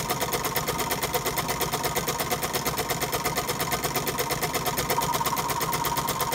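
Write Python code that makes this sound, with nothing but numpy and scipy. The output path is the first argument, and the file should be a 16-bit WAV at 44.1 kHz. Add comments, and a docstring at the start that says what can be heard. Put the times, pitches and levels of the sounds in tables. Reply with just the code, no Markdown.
"""Outdoors, on a plastic bin lid, a model steam engine runs at about eight and a half turns a second.
In every turn the piston rubs, steam chuffs and spits from the port, and the loose linkage knocks on the
tin frame. The exhaust hoots softly, with a clean, sagging note on the return stroke. The lid drums under
the rocking engine, over faint air and boiler simmer; late on the hoot grows louder."""
import sys
import numpy as np
from scipy import signal
from scipy.fft import rfft, irfft
from scipy.io import wavfile
from scipy.ndimage import uniform_filter1d

SR = 44100
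rng = np.random.default_rng(int(sys.argv[2]) if len(sys.argv) > 2 else 0)


def file_out(sig):
    """Save sig as 16-bit WAV at sys.argv[1]."""
    # one column per channel
    cols = np.atleast_2d(sig).T
    # limit, then scale
    lim = np.clip(cols, -1, 1)
    pcm = np.round(lim * 32767).astype(np.int16)
    wavfile.write(sys.argv[1], SR, pcm)


N = 279594
TURN_SIZE = 8192  # samples for one turn's sound and its tail
TURN_TIME = np.arange(TURN_SIZE) / SR


def amp(db):
    """Decibels to gain."""
    return 10 ** (np.asarray(db) / 20)


def unit(x):
    """Scales to an energy of one."""
    return x / np.sqrt(np.sum(x ** 2) + 1e-20)


def curve(points, hz):
    """Joins points by straight lines on a log-frequency axis."""
    point_hz, value = np.transpose(points)
    return np.interp(np.log(hz + 1), np.log(point_hz + 1), value)


def colour(x, spectrum):
    """EQs a sound; white noise keeps its power."""
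    gain = amp(curve(spectrum, np.fft.rfftfreq(N, 1 / SR)))
    return irfft(rfft(x) * gain / np.sqrt(np.mean(gain ** 2)), N)


def ring(x, modes, opposed=True):
    """Drives decaying modes; heard off the driven spot, neighbours swing in opposite directions."""
    t = np.arange(SR // 4) / SR
    response = np.zeros(len(t))
    for k, (hz, db, t60) in enumerate(modes):
        mode = np.sin(2 * np.pi * hz * t) * amp(-60 * t / t60)
        response += (-1) ** (k * opposed) * amp(db) * unit(mode)
    return signal.oaconvolve(x, unit(response))[:N]


def tinny(x, wet_db, t60=0.055):
    """The boiler shell's countless high modes add a short metallic tail."""
    t = np.arange(SR // 8) / SR
    tail = unit(rng.standard_normal(len(t)) * amp(-60 * t / t60))
    treble = signal.sosfilt(signal.butter(2, 2000, "high", fs=SR, output="sos"), x)
    return x + amp(wet_db) * signal.oaconvolve(treble, tail)[:N]


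# tempo of the crank: (time [s], speed [turns/s])
CRANK_SPEED = [(0, 8.5905), (.58, 8.628), (1.44, 8.5312), (2.46, 8.5664), (2.71, 8.5097), (4.23, 8.5144),
               (5.1, 8.3787), (6.3, 8.5061)]
def turn_starts(first_s=-0.0297):
    """The downbeats: times at which the crank begins a turn."""
    t = np.arange(first_s, N / SR, 1 / 1000)
    speed = np.interp(t[:-1], *np.transpose(CRANK_SPEED))
    turns = np.r_[0, np.cumsum(speed * np.diff(t))]
    return np.interp(np.arange(int(turns[-1]) + 1), turns, t)


def scatter(size):
    """One random deviation for each turn."""
    return size * rng.standard_normal(len(turn_starts()))


def each_turn(sounds, delay=0, db=0):
    """Triggers one sound in every turn of the crank, after a delay."""
    starts = turn_starts() + delay
    gains = amp(db + np.zeros(len(starts)))
    track = np.zeros(N + 2 * SR)  # a spare second at each end
    for start, sound in zip(starts, sounds * gains[:, None]):
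        track[SR + round(start * SR):][:len(sound)] += sound
    return track[SR:SR + N]


# how alike the turns sound: (frequency [Hz], likeness [0-1])
TURN_LIKENESS = [(100, 1), (400, 0.9), (900, 0.55), (2000, 0.59), (6000, 0), (14000, 0.5)]
def bursts(envelope):
    """One noise burst a turn: the same surfaces meet each time, so part repeats and part is new."""
    envelope = unit(envelope)
    repeating = rng.standard_normal(TURN_SIZE) * envelope
    for _ in range(3):  # flatten the spectrum, then restore the envelope
        repeating = irfft(np.exp(1j * np.angle(rfft(repeating))))
        power = abs(uniform_filter1d(repeating ** 2, size=128))
        repeating *= envelope / np.sqrt(power + 1e-12)
    fresh = rng.standard_normal((len(turn_starts()), TURN_SIZE)) * envelope
    alike = np.clip(curve(TURN_LIKENESS, np.fft.rfftfreq(TURN_SIZE, 1 / SR)), 0, 1)
    return irfft(alike * rfft(unit(repeating)) + np.sqrt(1 - alike ** 2) * rfft(fresh))


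def swell(start, attack, hold, release, db=0):
    """Envelope within a turn: a straight rise, a hold, then an exponential fall."""
    t = TURN_TIME - start
    return amp(db) * np.clip(t / attack, 0, 1) * np.exp(-np.maximum(t - attack - hold, 0) / release)


def pulsed_noise(swells, scatter_db):
    """Noise that swells at the same points of every turn, a little stronger or weaker each time."""
    envelope = sum(swell(*row) for row in swells)
    return each_turn(bursts(envelope), db=scatter(scatter_db))


# slow level rides: (time [s], load on the frame [dB], exhaust flow [dB], exhaust note [dB])
RIDES = [(0, -1, -1.5, -1), (1.2, -0.6, -1.5, -8), (3.0, -0.5, -3, -5.5), (4.8, 0.25, -2.5, -4),
         (4.92, 3, -0.5, 2), (4.988, -3.5, 6, 5.5), (5.601, -3, 4, 7.5), (6.34, -3, 4.5, 4.5)]
def ride(lane):
    """Slow gain that follows the engine's load, flow or note."""
    times, load, flow, note = np.transpose(RIDES)
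    db = {"load": load, "flow": flow, "note": note}[lane]
    return amp(np.interp(np.arange(N) / SR, times, db))


# EQ of the background bed: (frequency [Hz], level [dB])
AIR_EQ = [(15, -25), (30, -31), (55, -3), (100, -11), (200, -4), (450, -9), (1000, -17), (2500, -24.5),
          (6000, -60), (10000, -46), (16000, -44)]
def air(db=-38.5):
    """Outdoor air and the steady simmer of the boiler."""
    return amp(db) * colour(rng.standard_normal(N), AIR_EQ)


# ring of the tin frame and boiler: (frequency [Hz], level [dB], t60 [s])
FRAME_MODES = [(262.2, -7, 0.079), (380.7, -5.5, 0.1), (435.7, -4.5, 0.087), (493.8, -2.5, 0.088),
               (644, -5.5, 0.042), (721, -2.5, 0.078), (944.4, -9.5, 0.13), (1196, -14.5, 0.058),
               (1235, -4, 0.18), (1330, -16, 0.081), (1537, -13.5, 0.37), (1791, -4, 0.02),
               (2079, -1.5, 0.032), (2346, -7.5, 0.039), (2638, -11.5, 0.031), (3144, -14, 0.15),
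               (3530, -18.5, 0.029), (3910, -15, 0.087), (4460, -13.5, 0.078), (5213, -7.5, 0.054),
               (5440, -10.5, 0.0084), (6400, -17, 0.0079), (7540, -48, 0.065), (9360, -15, 0.03)]
def frame(drive):
    """The tin frame rings when scraped or knocked."""
    return ring(drive, FRAME_MODES)


# rubs on the power and return strokes: (time in turn [s], attack [s], hold [s], release [s], level [dB])
RUB_SWELLS = [(.003, 0.0039, 0.031, 0.0049, 0), (.056, 0.0015, 0.042, 0.014, -12.5)]
# EQ of the scrape: (frequency [Hz], level [dB])
RUB_EQ = [(90, -19), (260, -3), (480, 0.5), (600, -5.5), (735, -1.5), (1300, -8.5), (3000, -6), (5300, -4),
          (12000, -5)]
def piston(db=2.5):
    """The piston scrapes through its strokes and shakes the frame."""
    scrape = pulsed_noise(RUB_SWELLS, scatter_db=0.05) * ride("load")
    return amp(db) * frame(colour(scrape, RUB_EQ))


# breaths of escaping steam: (time in turn [s], attack [s], hold [s], release [s], level [dB])
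CHUFF_SWELLS = [(.002, 0.027, 0.0054, 0.01, 0.5), (.056, 0.0025, .002, 0.0061, -7.5),
                (.076, 0.0051, 0.0075, 0.026, -12)]
# EQ of the chuff: (frequency [Hz], level [dB])
CHUFF_EQ = [(120, -24), (400, -0.5), (700, 4), (810, 3.5), (1200, 10.5), (1600, -2.5), (2100, 1),
            (2700, -5), (3100, 0.5), (4200, -3.5), (6600, -2), (7800, -7), (9600, -4), (10500, -13.5),
            (12000, -5), (15000, -11)]
def steam_chuff(db=2.5):
    """Steam escapes on each stroke in a broad chuff with a tinny tail."""
    breath = pulsed_noise(CHUFF_SWELLS, scatter_db=0.36)
    return amp(db) * tinny(colour(breath, CHUFF_EQ), wet_db=-5)


# puffs through the exhaust: (time in turn [s], attack [s], hold [s], release [s], level [dB])
PUFF_SWELLS = [(.003, 0.018, 0.0069, 0.011, -5.5), (.06, 0.018, 0.02, 0.013, -5.5)]
# resonances of the exhaust: (frequency [Hz], level [dB], t60 [s])
PIPE_MODES = [(933.7, -1, 0.082), (1062, -2.5, 0.055), (1234, -12, 0.16), (1380, -15.5, 0.014),
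              (3150, -26, 0.021)]
def exhaust_hoot(db=1.5):
    """A puff of steam on each stroke makes the exhaust resonate in a breathy hoot."""
    puffs = pulsed_noise(PUFF_SWELLS, scatter_db=0.1) * ride("flow")
    return amp(db) * ring(puffs, PIPE_MODES)


# soft shoves on the lid: (time in turn [s], duration [s], level [dB])
LID_SHOVES = [(.006, 0.0037, -4), (.0135, 0.0046, -2), (.027, 0.0068, 6), (.040, 0.0028, -5.5),
              (.059, 0.0047, 4), (.075, 0.004, -5.5)]
# boom of the plastic lid: (frequency [Hz], level [dB], t60 [s])
LID_MODES = [(53, -8, 0.16), (63.5, -12.5, 0.18), (136.8, -2, 0.38), (159.7, 7, .18), (215, -8.5, 0.096)]
def lid(db=-6, scatter_db=1.75, scatter_s=0.00034, load_share=0.4):
    """The rocking engine shoves the hollow lid, which drums in every turn, harder under load."""
    pushes = np.zeros(N)
    for delay, duration, push_db in LID_SHOVES:
        push = np.sin(np.pi * np.minimum(TURN_TIME / duration, 1)) ** 2
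        pushes += each_turn(push / push.sum(), delay + scatter(scatter_s), push_db + scatter(scatter_db))
    return amp(db) * ring(pushes * ride("load") ** load_share, LID_MODES, opposed=False)


# spits as the port opens and shuts: (time in turn [s], attack [s], hold [s], release [s], level [dB])
JET_SWELLS = [(.008, 0.0053, 0.0019, 0.0024, 3), (.046, .006, 0.00071, 0.0016, -17)]
# EQ of the jet: (frequency [Hz], level [dB])
JET_EQ = [(2000, -11.5), (6000, -22), (9700, -8.5), (10600, -13.5), (12500, -8), (13400, -8.5),
          (14300, 1.5), (15200, -7), (16000, -13)]
def port_jet(db=-1.5, load_share=0.15):
    """The port spits a thin, bright jet of steam, stronger under load."""
    spits = pulsed_noise(JET_SWELLS, scatter_db=1.5)
    return amp(db) * colour(spits, JET_EQ) * ride("load") ** load_share


# hits as the slack is taken up, the last a bounce: (time in turn [s], timing scatter [s],
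# force scatter [dB], chatter decay [s], clank [dB], tick [dB], ping [dB])
LINKAGE_HITS = [(.0003, 0.00011, 1.6, .0038, -10.5, -7.5, -30),
                (.0191, .00015, 1.05, 0.0027, -7.5, -3, -11), (.0560, .0004, 1.9, 0.0012, -18, -14.5, -9.5),
                (.0758, 0.00047, 1.3, .0034, -12, -13, -11.5), (0.0887, .0008, 0.7, .006, -24, -22, -13)]
# EQ of the tick: (frequency [Hz], level [dB])
TICK_EQ = [(800, -11.5), (2000, -9), (2800, -14), (3500, 2), (4900, -5.5), (5500, -4), (6600, 3),
           (7500, -5), (9500, -4.5), (10600, -15), (13500, -11), (16000, -8)]
# ping of the brass cylinder and crank: (frequency [Hz], level [dB], t60 [s])
BRASS_MODES = [(5740, 3, 0.01), (6415, 2.5, 0.0022), (7100, 0, 0.0084)]
def linkage():
    """Each knock is a short chatter of brass on steel: it ticks, pings the brass and rings the frame."""
    clanks, ticks, pings = np.zeros((3, N))
    for delay, scatter_s, scatter_db, decay, clank_db, tick_db, ping_db in LINKAGE_HITS:
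        chatter = bursts(np.exp(-TURN_TIME / decay))
        blows = each_turn(chatter, delay + scatter(scatter_s), scatter(scatter_db))
        clanks += amp(clank_db) * blows
        ticks += amp(tick_db) * blows
        pings += amp(ping_db) * blows
    body = amp(5) * frame(clanks * ride("load"))
    bright = amp(-0.5) * colour(ticks, TICK_EQ) + amp(-3.5) * ring(pings, BRASS_MODES)
    return body + tinny(bright, wet_db=-7.5)


# envelope of the exhaust's note: (time in turn [s], attack [s], hold [s], release [s])
NOTE_SWELL = (0.0733, 0.011, 0.0072, 0.0082)
def exhaust_note(db=-33.5, onset_hz=966, sag_hz_per_s=697,
                 scatter_hz=7.9, scatter_db=2, scatter_s=0.00201):
    """On the return stroke the exhaust sounds a clean note that sags as the pressure falls."""
    since_onset = TURN_TIME - NOTE_SWELL[0]
    hz = onset_hz + scatter(scatter_hz)[:, None] - sag_hz_per_s * since_onset
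    notes = swell(*NOTE_SWELL) * np.sin(2 * np.pi * np.cumsum(hz, axis=1) / SR)
    return amp(db) * each_turn(notes, scatter(scatter_s), scatter(scatter_db)) * ride("note")


def scene():
    """The engine and lid over the air bed, in mono."""
    mix = air() + piston() + steam_chuff() + exhaust_hoot() + lid()
    mix += port_jet() + linkage() + exhaust_note()
    return mix[None]


def record(dry, low_cut_hz=45, high_cut_hz=15820):
    """The microphone sheds deep bass, and a steep filter trims the very top."""
    thin = signal.sosfilt(signal.butter(4, low_cut_hz, "high", fs=SR, output="sos"), dry)
    high_cut = signal.firwin(401, high_cut_hz, window=("kaiser", 9), fs=SR)
    return signal.oaconvolve(thin, high_cut[None], "same")


dry = scene()
out = record(dry)
file_out(out)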